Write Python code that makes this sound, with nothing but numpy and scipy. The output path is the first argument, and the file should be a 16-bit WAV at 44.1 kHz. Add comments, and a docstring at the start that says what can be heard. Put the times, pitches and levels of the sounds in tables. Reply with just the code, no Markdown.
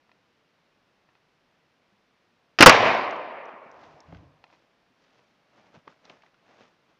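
"""In still air below a wooded hillside, an air rifle clicks as it is handled and knocks on a wooden box.
The spring lets go, the piston slams, the shot cracks and the pellet sets off a small explosive charge,
overloading the microphone. Trees and slope roll the bang back while bits of debris tick down.
The stock is dragged off the drumming box, the rifle is lifted, and feet shift on dry leaves."""
import sys
import numpy as np
from scipy import signal
from scipy.fft import rfft, irfft, next_fast_len
from scipy.io import wavfile
from scipy.ndimage import uniform_filter1d

SR = 44100
rng = np.random.default_rng(int(sys.argv[2]) if len(sys.argv) > 2 else 0)


def wrap_up_sound(samples):
    """Save the sound to the file named by the first command line argument, as 16-bit audio."""
    columns = np.atleast_2d(samples).T
    # keep every value between -1 and 1, then stretch to whole-number steps
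    tamed = np.clip(columns, -1, 1)
    steps = np.round(tamed * 32767).astype(np.int16)
    wavfile.write(sys.argv[1], SR, steps)


N = 308435
TIME_S = np.arange(N) / SR


def from_db(db):
    """Decibels to gain."""
    return 10 ** (np.asarray(db) / 20)


def unit_rms(x):
    """Scale to rms 1."""
    return x / np.sqrt(np.mean(np.abs(x) ** 2) + 1e-20)


def butter(x, hz, kind, order=2):
    """Causal Butterworth filter."""
    sos = signal.butter(order, np.clip(hz, 10, .45 * SR), kind, fs=SR, output="sos")
    return signal.sosfilt(sos, x + 1e-18)


def coloured(x, spectrum):
    """Shape x by (Hz, dB) points on a log-frequency axis; rms 1."""
    size = next_fast_len(len(x))
    hz, db = np.transpose(spectrum)
    bin_hz = np.maximum(np.fft.rfftfreq(size, 1 / SR), 1)
    gain = from_db(np.interp(np.log(bin_hz), np.log(hz), db))
    return unit_rms(irfft(rfft(x, size) * gain, size)[:len(x)])


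def resonance(x, hz, width_hz):
    """Two-pole resonance, peak gain 1."""
    r = np.exp(-np.pi * width_hz / SR)
    feedback = [1, -2 * r * np.cos(2 * np.pi * hz / SR), r * r]
    return signal.lfilter(np.array([1, 0, -1]) * (1 - r * r) / 2, feedback, x)


def decay(t, t60_s):
    """Exponential fall, 60 dB in t60_s."""
    return np.exp(-np.log(1000) * t / t60_s)


def swell(peak_s, db, rise_s, fall_s):
    """Power envelope: up 20 dB per rise_s until peak_s, then down 20 dB per fall_s."""
    drop_db = 20 * np.maximum((peak_s - TIME_S) / rise_s, (TIME_S - peak_s) / fall_s)
    return from_db(db - drop_db.clip(max=200)) ** 2


def patches(shape, size):
    """Smooth random field over frequency and time; rms 1."""
    field = rng.standard_normal(shape)
    for axis in (0, 1, 0, 1):
        field = uniform_filter1d(field, size, axis=axis)
    return unit_rms(field)


def grains(per_s, spread_db):
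    """Random clicks of uneven size."""
    sizes = from_db(spread_db * np.minimum(rng.exponential(1, N), 4)) * rng.choice([-1, 1], N)
    return sizes * (rng.random(N) < per_s / SR)


def add(out, start_s, sound):
    """Mix a sound in at start_s."""
    at = round(start_s * SR)
    out[at:at + len(sound)] += sound[:N - at]


# outdoor air: (frequency [Hz], density [dB])
AIR_SPECTRUM = [(15, -41), (25, -10.5), (59, -13.5), (154, -2), (318, -3.5), (415, -5.5), (450, -3.5),
                (749, -6), (833, -7), (978, -6.5), (2560, -11), (5570, -20.5), (7890, -35), (15000, -41)]


def still_air(level_db=-69):
    """Faint, steady outdoor noise."""
    return from_db(level_db) * coloured(rng.standard_normal(N), AIR_SPECTRUM)


# rifle modes: (frequency [Hz], level [dB], t60 [s])
RIFLE_MODES = [(417, -6.5, 0.015), (752, -4.5, 0.03), (970, 2, 0.01678), (1350, -6, 0.02763),
               (1778.8, -2, 0.017), (2030, -3.5, 0.017), (2510, -0.5, 0.023), (2720, -10, 0.039),
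               (3480, -6, 0.01122), (4187.2, -3.5, 0.01718), (5105, -10, 0.0155)]
# handling contacts: (time [s], level [dB], low-pass cutoff [Hz])
RIFLE_CLICKS = [(0.093, -51, 2200), (0.116, -47, 4500), (1.089, -49.5, 2400), (1.152, -52, 4200),
                (4.4402, -39, 5400), (4.467, -53, 3497), (4.501, -45.5, 2600), (4.527, -46, 2893),
                (4.537, -52, 2200), (4.549, -53, 4500), (5.192, -51, 3480)]


def handling(crack_db=-6, crack_t60_s=0.032, spread_db=1.1):
    """Each click rings the rifle's modes with strengths of its own; a soft contact dulls it."""
    out, t = np.zeros(N), TIME_S[:SR // 8]
    for start_s, db, cutoff_hz in RIFLE_CLICKS:
        ring = 0
        for hz, mode_db, t60_s in RIFLE_MODES:
            gain = from_db(mode_db + rng.normal(0, spread_db)) * rng.choice([-1, 1])
            ring += gain * np.sin(2 * np.pi * hz * t) * decay(t, t60_s)
        crack = from_db(crack_db) * rng.standard_normal(len(t)) * decay(t, crack_t60_s)
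        click = butter(ring + crack, cutoff_hz, "low", order=3)
        add(out, start_s, from_db(db) * click / np.abs(click).max())
    return out


# stock on the box, heels and twigs: (time [s], level [dB], pitch [Hz])
KNOCK_CONTACTS = [(1.924, -60, 200), (3.536, -45, 258), (3.655, -51, 240.3), (4.124, -44.5, 699.5),
                  (4.126, -42.5, 302), (4.14, -43, 85), (4.147, -47.5, 1400), (4.17, -57, 2806),
                  (4.9, -61, 240), (5.697, -61, 200), (5.748, -54, 190), (5.767, -46.5, 144.7),
                  (5.8743, -45.5, 259.6), (5.877, -39, 1060), (5.924, -55.5, 1396), (6.052, -52, 3795),
                  (6.097, -43, 2310), (6.099, -45.5, 605), (6.221, -54, 2303), (6.235, -51, 900),
                  (6.263, -54.5, 1900), (6.343, -57, 1400)]


def knocks(width_ratio=0.35, top_ratio=3.4, t60_1khz_s=0.029, t60_power=0.37):
    """Short rough contacts, each through one broad, damped resonance; lower ones last longer."""
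    out, t = np.zeros(N), TIME_S[:SR // 6]
    for start_s, db, hz in KNOCK_CONTACTS:
        t60_s = t60_1khz_s * (1000 / hz) ** t60_power
        burst = rng.standard_normal(len(t)) * decay(t, t60_s)
        knock = butter(resonance(burst, hz, width_ratio * hz), top_ratio * hz, "low")
        add(out, start_s, from_db(db) * np.std(burst) * unit_rms(knock))
    return out


# steel spring modes: (frequency [Hz], level [dB], t60 [s])
SPRING_MODES = [(1470, -27, .09), (1840.5, -24.5, .09), (2573, -22.5, .04), (3137, -26.5, .045),
                (5044, -21, 0.024)]


def spring(start_s=2.5878):
    """The spring and its tube ring briefly when the sear lets go."""
    out, t = np.zeros(N), TIME_S[:SR // 6]
    for hz, db, t60_s in SPRING_MODES:
        add(out, start_s, from_db(db) * np.sin(2 * np.pi * hz * t) * decay(t, t60_s))
    return out


# spring, piston, muzzle crack and ground bounce, pellet strike and bounce, charge, near echoes:
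# (time [s], spray level [dB], t60 [s], ring pitch [Hz], ring re spray [dB], pulse level [dB])
SHOT_BLOWS = [(2.5878, -16, 0.11, 1676, -6, -32.5), (2.6054, -19, 0.058, 313.5, 11.5, -7),
              (2.608, 4, 0.01, 3280, -3.5, -4), (2.6122, -4.5, 0.054, 2430, -5.5, -17.5),
              (2.6246, 1, 0.062, 2380, 1.5, -11), (2.638, -7.5, 0.015, 1994, -4.5, -15),
              (2.6602, 10, 0.054, 1103, 3.5, 4), (2.6668, -0.5, 0.052, 526, 8, -3),
              (2.677, -10.5, 0.089, 1380, 3.5, 2), (2.6845, -12.5, 0.035, 400.6, 5, -7),
              (2.6946, -3, 0.046, 1268, 2.5, -20)]
# spray of reflections: (frequency [Hz], density [dB])
SPRAY_SPECTRUM = [(30, -12.5), (70, -12), (150, -1), (280, 1.5), (600, -1), (1200, -1), (1700, -2),
                  (2700, 0.5), (3800, -9.5), (5200, -6.5), (6500, -14), (9000, -19), (15000, -30)]


def shot(pulse_s=.003, rise_s=0.00014, waver_ratio=0.23, waver_hz=700, sink_power=2.2):
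    """Each blow: an N-shaped pressure pulse, a spray of near reflections, a ragged ring that sinks."""
    out, t = np.zeros(N), TIME_S[:SR // 4]
    pulse = (1 - 2 * t / pulse_s) * (t < pulse_s)
    for start_s, db, t60_s, hz, ring_db, pulse_db in SHOT_BLOWS:
        spray = coloured(rng.standard_normal(len(t)), SPRAY_SPECTRUM)
        waver = unit_rms(butter(rng.standard_normal(len(t)), waver_hz, "low"))
        sink_octaves_per_s = 9.8 * (hz / 1000) ** sink_power
        pitch_hz = hz * (2 ** (-sink_octaves_per_s * t) + waver_ratio * waver)
        ring = np.sqrt(2) * np.cos(2 * np.pi * np.cumsum(pitch_hz) / SR)
        envelope = from_db(db) * (1 - np.exp(-t / rise_s)) * decay(t, t60_s)
        add(out, start_s, from_db(pulse_db) * pulse + envelope * (spray + from_db(ring_db) * ring))
    return out


# scatter from ground and hillside: (frequency [Hz], density [dB])
ECHO_SPECTRUM = [(18, -64), (30, -34), (113, -11), (187, -16), (217, -11), (407, -7.5), (623, 0.5),
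                 (821, -2.5), (1030, 0), (1420, -8.5), (2410, -6.5), (3430, -18), (5520, -26), (7270, -42),
                 (12000, -100), (15600, -130), (22000, -120)]


def near_ground(start_s=2.607, level_db=-21, t60_s=0.15):
    """The rifle's own report scatters off the ground and the nearest trees."""
    out, t = np.zeros(N), TIME_S[:SR // 2]
    scatter = coloured(rng.standard_normal(len(t)), ECHO_SPECTRUM)
    add(out, start_s, from_db(level_db) * decay(t, t60_s) * scatter)
    return out


# near trees, slope, upper bank, far hills: (peak time [s], level [dB], rise [s], fall [s])
HILL_RETURNS = [(2.68, -8.5, .03, 0.069), (2.73, -16, 0.12, 0.34), (2.865, -20, .1, 0.4),
                (3.3, -38, 0.52, 0.82)]


def hillside(start_s=2.672, onset_s=0.025, neutral_s=2.82, echoes_per_s=1500, patchy_db=1.4):
    """Countless echoes off trunks and banks; on the way, air takes the treble and ground the bass."""
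    distinct = unit_rms(rng.standard_normal(N) * (rng.random(N) < echoes_per_s / SR))
    echoes = coloured(rng.standard_normal(N) + 0.62 * distinct, ECHO_SPECTRUM)
    echoes /= np.std(butter(echoes, [400, 2500], "band", order=4))  # midrange rms 1
    hz, frame_s, bins = signal.stft(echoes, SR, nperseg=1024)
    air_db_per_s = 3 * (hz / 1000) ** 1.52
    ground_db_per_s = 27 / (1 + (hz / 170) ** 8)
    loss_db = np.outer(air_db_per_s + ground_db_per_s, np.maximum(frame_s, start_s) - neutral_s)
    colour_db = patchy_db * patches(bins.shape, size=4) - loss_db
    roll = signal.istft(bins * from_db(colour_db), SR)[1][:N]
    power = sum(swell(*row) for row in HILL_RETURNS)
    return roll * np.sqrt(power) * np.clip((TIME_S - start_s) / onset_s, 0, 1)


# single echoes from far banks: (time [s], level [dB])
BANK_ECHOES = [(2.73, -20), (2.747, -18), (3.482, -44), (3.828, -51)]


def bank_slaps(t60_s=0.15, low_hz=420, high_hz=1400):
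    """Bare banks return the bang as short, dull slaps."""
    out, t = np.zeros(N), TIME_S[:SR // 4]
    for start_s, db in BANK_ECHOES:
        echo = butter(rng.standard_normal(len(t)), low_hz, "high")
        echo = butter(echo, high_hz, "low", order=3)
        add(out, start_s, from_db(db) * decay(t, t60_s) * unit_rms(echo))
    return out


# falling bits: (time [s], level [dB])
DEBRIS_LANDINGS = [(3.1092, -34.5), (3.163, -50), (3.4553, -48.5), (3.7145, -52), (4.004, -41.5)]


def debris(hz=6000, width_hz=2400, t60_s=0.012):
    """Small bits land on dry leaves with a bright tick."""
    out, t = np.zeros(N), TIME_S[:SR // 20]
    for start_s, db in DEBRIS_LANDINGS:
        tick = resonance(rng.standard_normal(len(t)) * decay(t, t60_s), hz, width_hz)
        add(out, start_s, from_db(db) * tick / np.abs(tick).max())
    return out


# box panel modes: (frequency [Hz], width [Hz], level [dB])
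BOX_MODES = [(74, 27, 2), (112, 21, -5), (138.2, 17.5, 0), (177, 20.5, -4.5), (241.3, 109, -17.5),
             (322.4, 50, -15.5), (550, 174, -26)]
# pushes on the stock: (peak time [s], level [dB], rise [s], fall [s], slip rate [1/s])
STOCK_PUSHES = [(3.78, -69.5, .1, 0.31, 85), (3.886, -55.5, 0.024, 0.037, 170),
                (3.945, -59.5, 0.056, 0.078, 130), (4.09, -50.5, 0.0296, 0.098, 76),
                (4.136, -44.5, .06, .11, 74), (4.22, -51, .1, .17, 130)]


def box_drag(unevenness=0.29, jitter_hz=59.83, grit=0.036, low_hz=46, high_hz=700):
    """The stock sticks and slips, drumming the hollow box; the strongest push sets the pace."""
    push_powers = np.array([swell(*row[:-1]) for row in STOCK_PUSHES])
    power = push_powers.sum(axis=0)
    pace_per_s = np.array(STOCK_PUSHES)[:, -1] @ push_powers / power
    jitter = unit_rms(butter(rng.standard_normal(N), jitter_hz, "low"))
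    slip_count = np.floor(np.cumsum(pace_per_s * np.exp(unevenness * jitter)) / SR)
    force = np.diff(slip_count, prepend=0) + grit * rng.standard_normal(N)
    drum = sum((-1) ** k * from_db(db) * resonance(force, hz, width_hz)
               for k, (hz, width_hz, db) in enumerate(BOX_MODES))
    drum = butter(butter(drum, low_hz, "high"), high_hz, "low")
    running_rms = np.sqrt(uniform_filter1d(drum ** 2, size=2200) + 1e-12)
    return np.sqrt(power) * drum / running_rms


# leaf crunch: (frequency [Hz], density [dB])
LEAF_SPECTRUM = [(60, -11), (170, 2.5), (400, 1.5), (600, 5), (1200, -1), (1800, -4.5), (2600, -7),
                 (4000, -16), (6000, -19), (9000, -21)]
# soles and sleeves: (peak time [s], level [dB], length [s], crackle re scuff [dB])
SCUFF_STROKES = [(3.836, -56, .55, -14), (4.135, -58.5, .35, -25), (4.53, -64, .3, -8),
                 (5.045, -67, 0.27, -5.5), (5.177, -67, 0.69, -9), (5.587, -59, .3, -19),
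                 (5.67, -62.5, .2, -15), (5.753, -51.5, 0.096, -23), (5.897, -59, .17, -11),
                 (6.055, -57.5, 0.057, -10), (6.104, -54.5, 0.26, -15), (6.253, -66, .2, -16),
                 (6.5, -59.5, 0.36, -20), (6.613, -55, 0.24, -13), (6.901, -65, 0.17, -20)]


def feet(rise_share=.4, crackle_hz=3000, crackle_width_hz=2600):
    """Leaves crunch in dense grains under a shifting sole; the driest ones crackle."""
    crunch_power, crackle_power = np.zeros(N), np.zeros(N)
    for peak_s, db, length_s, crackle_db in SCUFF_STROKES:
        power = swell(peak_s, db, rise_share * length_s, (1 - rise_share) * length_s)
        crunch_power += power
        crackle_power += power * from_db(crackle_db) ** 2
    crunch = coloured(grains(per_s=2500, spread_db=2.5), LEAF_SPECTRUM)
    crackle = unit_rms(resonance(grains(per_s=1200, spread_db=4.0), crackle_hz, crackle_width_hz))
    return np.sqrt(crunch_power) * crunch + np.sqrt(crackle_power) * crackle


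def microphone(x, low_hz=45, high_hz=6400):
    """The small capsule passes little deep bass and rolls off steeply in the treble."""
    return butter(butter(x, high_hz, "low", order=8), low_hz, "high", order=1)


def scene():
    """Mono mix: sharp sounds through the capsule filter, plus diffuse echoes and air."""
    air = still_air()
    sharp = handling() + knocks() + spring() + shot() + bank_slaps() + debris() + box_drag() + feet()
    diffuse = near_ground() + hillside()
    return (air + microphone(sharp) + diffuse)[None]


def record(dry, bend=0.049, output_db=-0.04, cutoff_hz=15400):
    """The input clips at full scale and bends slightly on loud swings; then the top is cut."""
    clipped = np.clip(dry, -1, 1)
    bent = from_db(output_db) * (clipped + bend * clipped * (1 - clipped * clipped))
    return signal.sosfilt(signal.ellip(10, .1, 70, cutoff_hz, fs=SR, output="sos"), bent)


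dry = scene()
out = record(dry)
wrap_up_sound(out)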